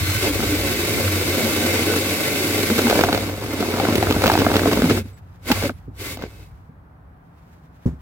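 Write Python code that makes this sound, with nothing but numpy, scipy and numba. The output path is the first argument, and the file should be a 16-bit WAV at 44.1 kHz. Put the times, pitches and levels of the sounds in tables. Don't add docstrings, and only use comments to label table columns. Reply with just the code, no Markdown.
import sys
import numpy as np
from scipy import signal
from scipy.fft import rfft, irfft, next_fast_len
from scipy.io import wavfile
from scipy.ndimage import uniform_filter1d
from numba import njit

SR = 44100
rng = np.random.default_rng(int(sys.argv[2]) if len(sys.argv) > 2 else 0)


def int16_out(signal):
    q = np.round(np.clip(np.atleast_2d(signal).T, -1, 1) * 32767)
    wavfile.write(sys.argv[1], SR, q.astype(np.int16))


N = 353241
TIME = np.arange(N) / SR

# time in seconds, then relative levels of
# boom, clang and crack in dB, and clang pitch in Hz.
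SNAGS = [(.243, -24.5, -25.5, -34, 520), (0.25, -29, -22.5, -33.5, 520), (.394, -21, -28, -44, 430),
         (.403, -21, -27, -44, 430), (.428, -21, -26, -40, 430), (.438, -21, -26, -38, 432),
         (2.701, -12, -20, -40.5, 480), (2.789, -12.5, -18, -25, 520), (2.794, -26.5, -20, -33, 600),
         (2.817, -33.5, -31, -40, 745), (2.869, -29.5, -18, -36, 810), (2.898, -25, -15.5, -21.5, 450),
         (2.910, -17, -17, -27, 696), (2.927, -21, -13.5, -33, 620), (2.991, -15, -13.5, -32, 586),
         (3.010, -15.5, -14, -23, 500), (3.037, -18, -12, -24, 700), (3.045, -21.5, -24, -30, 696),
         (3.087, -34, -16.5, -40, 720), (3.128, -17, -19, -22.5, 746), (3.147, -17.5, -15.5, -25, 520),
         (3.176, -31, -20, -28, 700), (3.296, -23, -28, -39, 605), (3.605, -17, -26, -30, 500),
         (3.626, -21, -20, -37, 720), (3.739, -16, -22, -46, 650), (3.771, -28, -25, -44, 680),
         (3.784, -23, -25, -39, 951), (3.799, -16, -17, -31, 786), (3.852, -23, -18, -40, 720),
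         (3.869, -29, -24.5, -39, 1100), (3.886, -14.5, -23, -42, 600), (3.925, -14.5, -22, -30.5, 520),
         (3.955, -11, -22, -22, 446), (3.981, -12, -22, -31, 520), (4.0268, -21, -13.5, -30, 690),
         (4.070, -19, -19.5, -41, 720), (4.102, -12.5, -29, -30, 420), (4.109, -11.5, -20, -26.5, 746),
         (4.124, -18, -27, -25, 1196), (4.163, -14, -22, -49, 600), (4.220, -20, -20, -28, 560),
         (4.240, -17, -12.5, -28, 453), (4.259, -16.5, -13, -25, 619), (4.267, -26, -20, -22, 599),
         (4.2772, -14.5, -15, -21.5, 682), (4.2992, -20, -11, -29, 840), (4.317, -16, -17, -25, 750),
         (4.338, -26, -17.5, -27, 650), (4.353, -18, -13.5, -34, 715), (4.376, -16, -17, -29, 479.5),
         (4.389, -12, -25, -26, 450), (4.397, -14, -21, -30, 510), (4.403, -14, -24, -31, 480),
         (4.418, -10, -17, -30, 480), (4.448, -27, -25, -40, 1140), (4.465, -12, -12, -40, 668),
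         (4.486, -17.5, -25, -42, 601), (4.502, -22.5, -20.5, -36, 900), (4.516, -16.5, -18.5, -33.5, 650),
         (4.541, -29, -22, -34, 800), (4.556, -17.5, -19, -25, 555), (4.566, -11, -20, -22, 480.4),
         (4.594, -17.5, -19.5, -30, 600), (4.617, -15, -23, -42, 523), (4.634, -15, -20, -42, 480),
         (4.657, -13, -15, -38, 690), (4.675, -16, -24, -44, 450), (4.714, -19, -24, -32, 700),
         (4.731, -14, -20, -25.5, 650), (4.772, -14, -20, -34, 590), (4.791, -12, -28, -41, 521),
         (4.820, -12.5, -17.5, -30, 450), (4.841, -18, -24, -33, 800), (4.897, -29, -23, -30, 1300),
         (4.907, -20, -19, -36, 460), (4.9756, -18.5, -25, -40, 695), (5.502, -19, -18.5, -39, 650),
         (5.5135, -27, -21, -28, 1150), (5.5166, -19.5, -17, -18, 848), (5.573, -26, -30, -46, 623),
         (5.636, -19, -24, -33, 481), (5.6946, -20.5, -22, -47, 544), (6.172, -34, -34, -41, 650),
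         (6.191, -34, -36, -50, 520), (6.213, -37, -37, -47, 596), (6.223, -33, -31, -42, 516),
         (6.2368, -24, -29, -50, 513)]
# up to speed in seconds, released in seconds,
# coasting rub starts to fade in seconds, relative shaking of the wall in dB.
PULLS = [(-.1, 4.988, 5.09, -0.5), (5.482, 5.678, 5.5, -6.5), (6, 6.137, 6.43, -3.5)]
BRAKE_DB_PER_S = 526


def amp(db):
    return 10 ** (np.asarray(db) / 20)


def unit(x):
    return x / np.sqrt(np.mean(x ** 2))


def walk(rate):
    hold = int(SR / rate)
    steps = np.repeat(rng.standard_normal(N // hold + 1), hold)
    return unit(uniform_filter1d(steps, hold)[:N])


def swells(rows):
    gain = np.zeros(N)
    for s, half, db in rows:
        near = slice(*np.searchsorted(TIME, [s - 4 * half, s + 4 * half]))
        gain[near] += amp(db) * np.exp(-((TIME[near] - s) / half) ** 2)
    return gain


def colour(x, points):
    size = next_fast_len(x.shape[-1] + 4096, True) // 2 * 2
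    hz, db = np.transpose(points)
    octave = np.log2(np.maximum(np.fft.rfftfreq(size, 1 / SR), 1))
    outside = np.abs(octave - np.clip(octave, np.log2(hz[0]), np.log2(hz[-1])))
    level_db = np.interp(octave, np.log2(hz), db) - 20 * np.minimum(outside, 2)
    cepstrum = irfft(np.log(amp(level_db)))
    cepstrum[1:size // 2] *= 2
    cepstrum[size // 2 + 1:] = 0
    return irfft(rfft(x, size) * np.exp(rfft(cepstrum)))[..., :x.shape[-1]]


def resonate(x, hz, width):
    return signal.lfilter(*signal.iirpeak(hz, hz / width, fs=SR), x)


@njit
def moving_resonance(x, hz, width):
    y, band, low = np.empty(len(x)), 0., 0.
    for i in range(len(x)):
        g, k = np.tan(np.pi * hz[i] / SR), width / hz[i]
        v = (band + g * (x[i] - low)) / (1 + g * (g + k))
        band, low, y[i] = 2 * v - band, low + 2 * g * v, k * v
    return y


def shifting_modes(x, modes, wander_db, rate, bend=0):
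    out = 0
    for hz, width, db in modes:
        centre = hz * np.exp(bend * walk(rate))
        share = amp(db + wander_db * walk(rate))
        out = out + share * np.array([moving_resonance(port, centre, float(width)) for port in x])
    return out


def even_out(x, window_s):
    power = uniform_filter1d(np.mean(x ** 2, axis=0), int(window_s * SR))
    return x / np.sqrt(power + 1e-12)


def ports(x, lag):
    late = int(np.round(lag))
    return np.array([np.pad(x, (max(d, 0), 0))[:len(x)] for d in (-late, late)])


def scrape(force, spread_db):
    sizes = amp(spread_db * np.minimum(rng.exponential(size=N), 5))
    return unit(rng.standard_normal(N) * sizes * force)


def spread(force, spread_db, diffuse, lag):
    direct = ports(scrape(force, spread_db), lag)
    return direct + diffuse * np.array([scrape(force, spread_db), scrape(force, spread_db)])


def burst(points, decay_s, tail_db, tail_s, diffuse, lag, snap=0, ring_hz=0):
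    t = TIME[:SR // 8]
    noise = rng.standard_normal((3, len(t)))
    crumbling = unit(noise[0] * np.exp(-t / decay_s))
    direct = unit(crumbling - snap * unit(1. * (t == 0)))
    rattle = amp(tail_db) * unit(noise[1:] * np.exp(-t / tail_s))
    y = colour(ports(direct + rattle.mean(0), lag) + diffuse * rattle, points)
    if ring_hz:
        y = y + amp(13) * resonate(y, ring_hz, width=90)
    return y / np.sqrt(np.mean(y[:, :SR // 50] ** 2))


def add(out, s, sound):
    i = int(s * SR)
    out[:, i:i + sound.shape[-1]] += sound[..., :N - i]


def feed():
    # time in seconds, pressure in dB, bite from 0 to 1.
    feed_rows = [(0, -30, 0), (.29, -28.5, 0), (.35, -31, 0.02), (.41, -29, 0.1), (.48, -29.5, 0.04),
                 (.55, -29, 0.09), (1.15, -28.5, 0.1), (1.4, -27.3, 0.18), (1.8, -26.7, 0.25),
                 (2.2, -28.5, 0), (2.65, -27.5, 0.06), (2.98, -25.5, 0.78), (3.08, -30.5, 0.9),
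                 (3.23, -32, 0.77), (3.35, -39.5, 0.8), (3.6, -32.5, 0.78), (3.9, -30.5, 0.9),
                 (4.19, -30.5, 0.99), (4.28, -27.5, 0.79), (4.48, -30.5, 0.9), (4.73, -28.5, 0.89),
                 (4.805, -31, 0.72), (4.91, -30.5, 0.64), (4.96, -32, 0.5), (5.5, -30.5, 0.4),
                 (5.68, -33, 0.54), (5.98, -40, 0), (6.06, -36.5, 0), (6.14, -36.5, 0), (6.3, -31, 0.5)]
    s, db, bite = np.transpose(feed_rows)
    return amp(np.interp(TIME, s, db)), np.clip(np.interp(TIME, s, bite), 0, 1)


def pull(start, release, stop, brake_db_per_s):
    spin_up_db_per_s, coast_db, coast_db_per_s = 503, -24, 169.5
    rise_db = -spin_up_db_per_s * np.maximum(start - TIME, 0)
    brake_db = -brake_db_per_s * np.maximum(TIME - release, 0)
    rub_db = coast_db - coast_db_per_s * np.maximum(TIME - stop, 0)
    return amp(rise_db + np.maximum(brake_db, rub_db))


def turning(brake_db_per_s):
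    return sum(pull(start, release, stop, brake_db_per_s) for start, release, stop, _ in PULLS)


def tooth_force(uneven, decay=0.71, scatter_db=5, depth=0.97, turn_db=0.5):
    tooth_hz, turn_hz = 104.64, 5.7
    phase = np.cumsum(tooth_hz * np.exp(.2 * walk(60))) / SR
    strength = amp(scatter_db * rng.standard_normal(N)[phase.astype(int)])
    bites = unit(strength * np.exp(-(phase % 1) / decay))
    share = np.clip(depth * uneven, 0, .95)
    turn = np.sin(2 * np.pi * np.cumsum(turn_hz * (1 + 0.091 * walk(1.7))) / SR)
    force = (1 - share + share * bites) * amp(turn_db * turn)
    return force / np.sqrt(uniform_filter1d(force ** 2, SR // 8))


def relief():
    after_s, half_s, dip_db = .008, 0.0097, -1.5
    dips = swells([(row[0] + after_s, half_s, 0) for row in SNAGS])
    return amp(dip_db * np.minimum(dips, 1))


def by_bite(skating_db, added_db, bite):
    return amp(skating_db + added_db * bite)


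def sheet_ring(x, ring_db=-6, ring_s=.012):
    t = TIME[:SR // 16]
    response = rng.standard_normal(len(t)) * np.exp(-t / ring_s)
    response = response / np.sqrt(np.sum(response ** 2))
    return x + amp(ring_db) * signal.fftconvolve(x, response[None], axes=1)[:, :N]


def teeth(force, uneven, bite, cut_gain, grab, eased):
    # centre in Hz, width in Hz, relative level in dB.
    cup_modes = [(1100, 40, -6.5), (1370, 56, -6), (1528, 80, 0.5), (2103, 150, 0), (2323, 69, -4),
                 (2562, 130, -3.5), (3120, 42, -4), (3790, 219, -6), (5070, 260, -7)]
    # frequency in Hz, relative level in dB.
    rasp_points = [(500, -22), (900, -11), (1200, -4), (1520, -2.5), (1800, -4), (2130, -1.5), (2560, 0),
                   (3100, -4.5), (3850, -3), (4500, -4.5), (5200, -6.5), (6000, -13), (7000, -10),
                   (10000, -39.5)]
    swarf_points = [(3500, -22.5), (5600, -1), (6500, -1), (7000, -3), (7900, 1.5), (9000, -2.5),
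                    (10800, -0.5), (12400, 0), (14000, -1), (15800, -1.5)]
    clatter_points = [(250, -22), (480, -3.5), (700, 3.5), (950, -0.5), (1400, -3.5), (1900, -6),
                      (3000, -23), (6000, -18), (12000, -32)]
    slips = spread(force ** 0.5, spread_db=2.0, diffuse=1.34, lag=4)
    cup = shifting_modes(slips, cup_modes, wander_db=3.5, rate=21, bend=.007)
    rasp = unit(colour(sheet_ring(slips) + amp(-3.0) * cup, rasp_points))
    swarf = unit(colour(spread(force ** 0.5, spread_db=-1.5, diffuse=4.2, lag=4), swarf_points))
    clatter = unit(colour(spread(force ** 1.05, spread_db=3, diffuse=.45, lag=-6), clatter_points))

    cutting = eased ** 0.23 * amp(4 - 5.3 * uneven) * rasp
    cutting = cutting + eased * by_bite(-11.5, 12, bite) * clatter
    cutting = cutting + by_bite(0.18, -4.5, bite) * swarf
    grinding = amp(0.5) * rasp + amp(-0.5) * clatter
    return cut_gain * cutting + (np.hypot(cut_gain, grab) - cut_gain) * grinding


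def chatter(force, pressure, bite, grab):
    # centre in Hz, width in Hz, relative level in dB.
    wall_modes = [(155.6, 38, -3.5), (240.3, 19, 0), (297.6, 29, 2.5), (330, 33, 1), (412, 77, 3.5),
                  (519.6, 30, 0), (650, 72, -12)]
    shake = spread(force, spread_db=2.5, diffuse=0.32, lag=-1)
    wall = shifting_modes(shake, wall_modes, wander_db=2.0, rate=16, bend=.04)
    wall = even_out(colour(wall, [(70, -18.0), (190, 2.5), (600, -3.5), (1000, -13.5)]), window_s=.08)
    shaking = sum(amp(db) * pull(start, release, stop, BRAKE_DB_PER_S) for start, release, stop, db in PULLS)
    seated = amp(np.interp(TIME, (0.16, 0.24), [-7, 0]))
    gain = np.hypot(pressure * shaking * seated * by_bite(3.5, 4.5, bite), amp(7.5) * grab)
    surge_db = 0.85 * walk(14)
    wobble_db = 0.5 * np.sin(2 * np.pi * 8.2 * TIME)
    return gain * amp(surge_db + wobble_db) * wall


def drone(force):
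    # centre in Hz, width in Hz, relative level in dB.
    panel_modes = [(95, 6.9, -0.5), (74, 29, -19.5)]
    # time in seconds, relative level in dB.
    drone_rows = [(0, -20), (.3, -30), (.5, -26.5), (.85, -33), (1.07, -22), (1.45, -32), (1.8, -27.5),
                  (2.1, -32), (2.27, -40), (2.55, -30), (2.8, -31.5), (3.2, -29.5), (3.6, -34.5),
                  (4.13, -24), (4.25, -28), (4.62, -24.5), (4.8, -34), (4.97, -24), (5.48, -38),
                  (5.57, -27.5), (5.68, -30), (6.1, -40)]
    shake = spread(force, spread_db=2, diffuse=0.18, lag=0)
    flex = shifting_modes(shake, panel_modes, wander_db=-1.0, rate=3.3)
    flex_points = [(25, -8.0), (60, -12.0), (88, 0.0), (115, -1), (200, -10.5)]
    flex = even_out(colour(flex, flex_points), window_s=0.0994)
    driven = amp(np.interp(TIME, *np.transpose(drone_rows))) * turning(brake_db_per_s=110.5)
    hands_fade_s = 0.49
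    held = amp(-44.5) * np.clip(1 - (TIME - PULLS[-1][2]) / hands_fade_s, 0, 1)
    return np.hypot(driven, held) * flex


def saw():
    # middle in seconds, half length in seconds, relative level in dB.
    grab_rows = [(.265, 0.028, -27.5), (.435, 0.025, -35.5), (1.9, 0.061, -33), (2.97, 0.096, -45),
                 (3.86, 0.087, -33.5), (4.27, .04, -36), (4.405, 0.038, -31), (4.56, 0.032, -31.5),
                 (4.91, 0.018, -25), (5.524, 0.012, -30), (5.648, 0.027, -33), (5.705, .014, -48),
                 (6.225, 0.045, -43)]
    pressure, bite = feed()
    uneven_skating, uneven_biting = 0.25, 0.59
    uneven = uneven_skating + (uneven_biting - uneven_skating) * bite
    force, grab, eased = tooth_force(uneven), swells(grab_rows), relief()
    force = force * amp(1.5 * (1 - bite) * walk(70))
    cut_gain = pressure * turning(BRAKE_DB_PER_S)
    cutting = teeth(force, uneven, bite, cut_gain, grab, eased)
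    return cutting + eased * chatter(force, pressure, bite, grab) + drone(force)


def chips(rate=170, spread_db=3, db=-9):
    breaks = rng.random(N) < rate / SR
    sizes = amp(spread_db * np.minimum(rng.exponential(size=N), 3))
    snap = np.exp(-TIME[:SR // 100] / 0.0021)
    force = signal.lfilter(snap, 1, breaks * sizes)
    tick_points = [(500, -10.0), (1400, 6.0), (1800, -3.0), (2400, -1.5), (3500, -9.0), (6000, -10.5),
                   (15000, -8)]
    ticks = colour(spread(force, spread_db=2.0, diffuse=0.58, lag=-6), tick_points)
    return unit(ticks) * feed()[0] * turning(BRAKE_DB_PER_S) * amp(db)


def gliding_tones():
    # start in seconds, end in seconds,
    # first pitch in Hz, last pitch in Hz, level in dB before the flutter.
    tone_rows = [(-.1, 0.243, 4200, 4140, -37), (-.1, .22, 6600, 6700, -44),
                 (-.1, 0.236, 306, 304.5, -30.5), (0.275, 0.343, 290, 294, -20.5),
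                 (0.502, 0.575, 298, 295, -17.5), (1.403, 1.5, 221, 224, -25),
                 (1.61, 1.696, 260.4, 218, -23), (1.86, 1.96, 1494, 1467, -30),
                 (1.899, 2.014, 500, 385, -23), (2.703, 2.739, 238, 237, -14.5),
                 (2.835, 2.9, 236, 230, -14.5), (2.93, 2.983, 555, 595, -20.5),
                 (3.944, 4.018, 11080, 10900, -35), (4.102, 4.26, 11210, 11230, -41),
                 (4.6, 4.68, 248, 228, -20.5), (4.67, 4.712, 440, 420, -19),
                 (4.706, 4.756, 269.3, 281.5, -19), (4.815, 4.877, 257.4, 240, -10.5),
                 (4.83, 4.885, 183, 149, -14.5), (4.877, 4.905, 238, 306, -12.5),
                 (4.894, 4.93, 114.9, 104, -13), (4.9, 4.933, 438, 477, -21), (4.905, 4.963, 300, 203, -22),
                 (4.972, 5.035, 290, 169, -25.5), (4.97, 5.07, 11150, 11150, -63),
                 (5.049, 5.071, 245, 235, -34), (5.121, 5.187, 7813, 7740, -60),
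                 (5.496, 5.534, 278, 187, -12.5), (5.619, 5.648, 440, 340, -23),
                 (5.639, 5.677, 595, 520, -21), (5.651, 5.678, 320, 201, -25),
                 (5.695, 5.725, 330, 240, -26), (5.7, 5.801, 11340, 11200, -64),
                 (5.876, 5.918, 297, 201, -36), (6.22, 6.51, 2640, 2550, -61)]
    out = np.zeros((2, N))
    wavers, flutter = walk(120), amp(2 * walk(60))
    for start, end, first_hz, last_hz, db in tone_rows:
        on = (TIME > start) & (TIME < end)
        along = (TIME[on] - start) / (end - start)
        hz = first_hz + (last_hz - first_hz) * along
        wavering_hz = hz + (10 + .003 * hz) * wavers[on]
        tone = np.sin(2 * np.pi * np.cumsum(wavering_hz) / SR)
        out[:, on] += ports(np.sin(np.pi * along) * tone * flutter[on] * amp(db), lag=1.4)
    return out


def shop():
    # frequency in Hz, relative level in dB.
    shop_points = [(25, -24), (50, -4), (80, 2.5), (125, -5), (170, -1), (205, -15), (260, -10),
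                   (330, -18.5), (500, -22), (750, -20), (1500, -27), (2900, -45.5), (7000, -59),
                   (15500, -52.5)]
    mid, side = rng.standard_normal((2, N))
    side = colour(side, [(25, -4.0), (60, -20), (120, -21.0), (400, -4), (1200, 2.0), (16000, -1.5)])
    air = colour(np.array([mid + side, mid - side]), shop_points)
    return unit(air) * amp(-46.5 + 0.25 * walk(8.3))


def rocking():
    # middle in seconds, half length in seconds, level in dB.
    shove_rows = [(.45, 0.38, -33), (3.05, .5, -41), (4.3, 0.51, -34), (4.9, 0.14, -35),
                  (5.6, 0.099, -30.5), (6.17, 0.4, -44), (6.9, 0.66, -55)]
    rumble_points = [(22, -16.0), (40, -16.5), (58, 2.5), (72, -5.0), (100, -23.5)]
    rumble = colour(spread(np.ones(N), spread_db=4.5, diffuse=0.36, lag=0), rumble_points)
    return unit(rumble) * swells(shove_rows)


def light_snags():
    pressure, bite = feed()
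    per_s = 30 * bite ** 2 * turning(BRAKE_DB_PER_S)
    at = np.flatnonzero(rng.random(N) < per_s / SR)
    rows = []
    for i, chance in zip(at, rng.standard_normal((len(at), 4))):
        levels_db = 20 * np.log10(pressure[i]) + np.array((5, 1.5, -8)) + 0.5 * chance[:3]
        clang_hz = 800 * 2 ** (chance[3] / 2)
        rows.append((i / SR, *levels_db, clang_hz))
    return rows


def snags(rows):
    # frequency in Hz, relative level in dB.
    boom_points = [(60, -16.5), (150, -5.5), (240, 2), (310, 0.5), (450, -5), (600, -18), (1100, -31.5)]
    clang_points = [(250, -14), (480, -1.5), (850, 0), (1060, -3), (1250, 0), (1520, 1.5), (1800, -8),
                    (2300, -13), (3500, -23)]
    crack_points = [(1000, -17), (2400, 2.5), (4000, 1), (6000, -8.5), (9000, -18.5), (15000, -10)]
    out = np.zeros((2, N))
    for s, boom_db, clang_db, crack_db, hz in rows:
        boom = burst(boom_points, decay_s=.002, tail_db=-9, tail_s=.009, diffuse=.35, lag=-2, snap=2)
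        clang = burst(clang_points, decay_s=.0022, tail_db=-8.5, tail_s=.006, diffuse=.9, lag=-5,
                      snap=1.2, ring_hz=hz)
        crack = burst(crack_points, decay_s=.0024, tail_db=-3, tail_s=.006, diffuse=1.1, lag=-6)
        add(out, s, amp(clang_db - 4.5) * clang + amp(crack_db - 1.5) * crack + amp(boom_db - 6) * boom)
    return out


def sleeve():
    # middle in seconds, half length in seconds, level in dB before the flutter.
    sleeve_rows = [(5.085, .03, -53), (5.182, 0.015, -54), (5.32, 0.13, -66), (5.79, 0.093, -64.5),
                   (6.55, 0.16, -69), (7.42, 0.14, -66), (7.51, 0.043, -67.5), (7.83, 0.22, -63)]
    force = swells(sleeve_rows) * amp(2.9 * walk(40))
    fibres = spread(np.ones(N), spread_db=4.0, diffuse=1.5, lag=-3.5)
    cloth_points = [(800, -5.5), (1700, 7.0), (3300, -1), (6000, -5.5), (10000, -11.5), (15000, -6)]
    return force * unit(colour(fibres, cloth_points))


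def knocks():
    # time in seconds, peak of the ringing in dB.
    knock_rows = [(5.876, -24), (6.689, -35), (7.694, -43), (7.856, -5), (7.925, -28)]
    # frequency in Hz, relative level in dB, 60 dB decay in seconds.
    knock_modes = [(68.7, -10.5, 0.35), (121.5, 10.5, 0.052), (156.3, -10.5, 0.23), (245, -2, 0.11),
                   (300, -11, 0.1), (381, -10, 0.077), (500, -25, 0.059)]
    thud_points = [(60, -8), (150, 0), (280, 0), (480, -5), (700, -28)]
    tick_points = [(500, 12.5), (850, 6), (1750, 0), (2500, -7), (7000, -13.5), (15000, -22)]
    out, t = np.zeros((2, N)), TIME[:SR // 2]
    for s, db in knock_rows:
        ring = 0
        for hz, mode_db, t60 in knock_modes:
            ring = ring + amp(mode_db) * np.sin(2 * np.pi * hz * t) * np.exp(-np.log(1000) * t / t60)
        ring = ring * (1 - np.exp(-(t / 0.0049) ** 2))
        thud = burst(thud_points, decay_s=.012, tail_db=-8, tail_s=.028, diffuse=.4, lag=-9)
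        tick = burst(tick_points, decay_s=0.02, tail_db=-2, tail_s=0.038, diffuse=1.0, lag=-5.5)
        tick = tick * (1 - np.exp(-(t[:tick.shape[1]] / 0.004) ** 2))
        add(out, s, -amp(db) * ports(ring / np.abs(ring).max(), lag=-20))
        add(out, s, amp(db - 18.0) * thud)
        add(out, s, amp(1.5 * db - 32.0) * tick)
    return out


def scene():
    steady = saw() + chips() + gliding_tones() + shop() + rocking()
    return steady + snags(SNAGS + light_snags()) + sleeve() + knocks()


def record(dry):
    top_hz = 15950
    low_pass = signal.ellip(12, .2, 80, top_hz, fs=SR, output="sos")
    return signal.sosfilt(low_pass, np.clip(dry, -1, 1))


dry = scene()
out = record(dry)
int16_out(out)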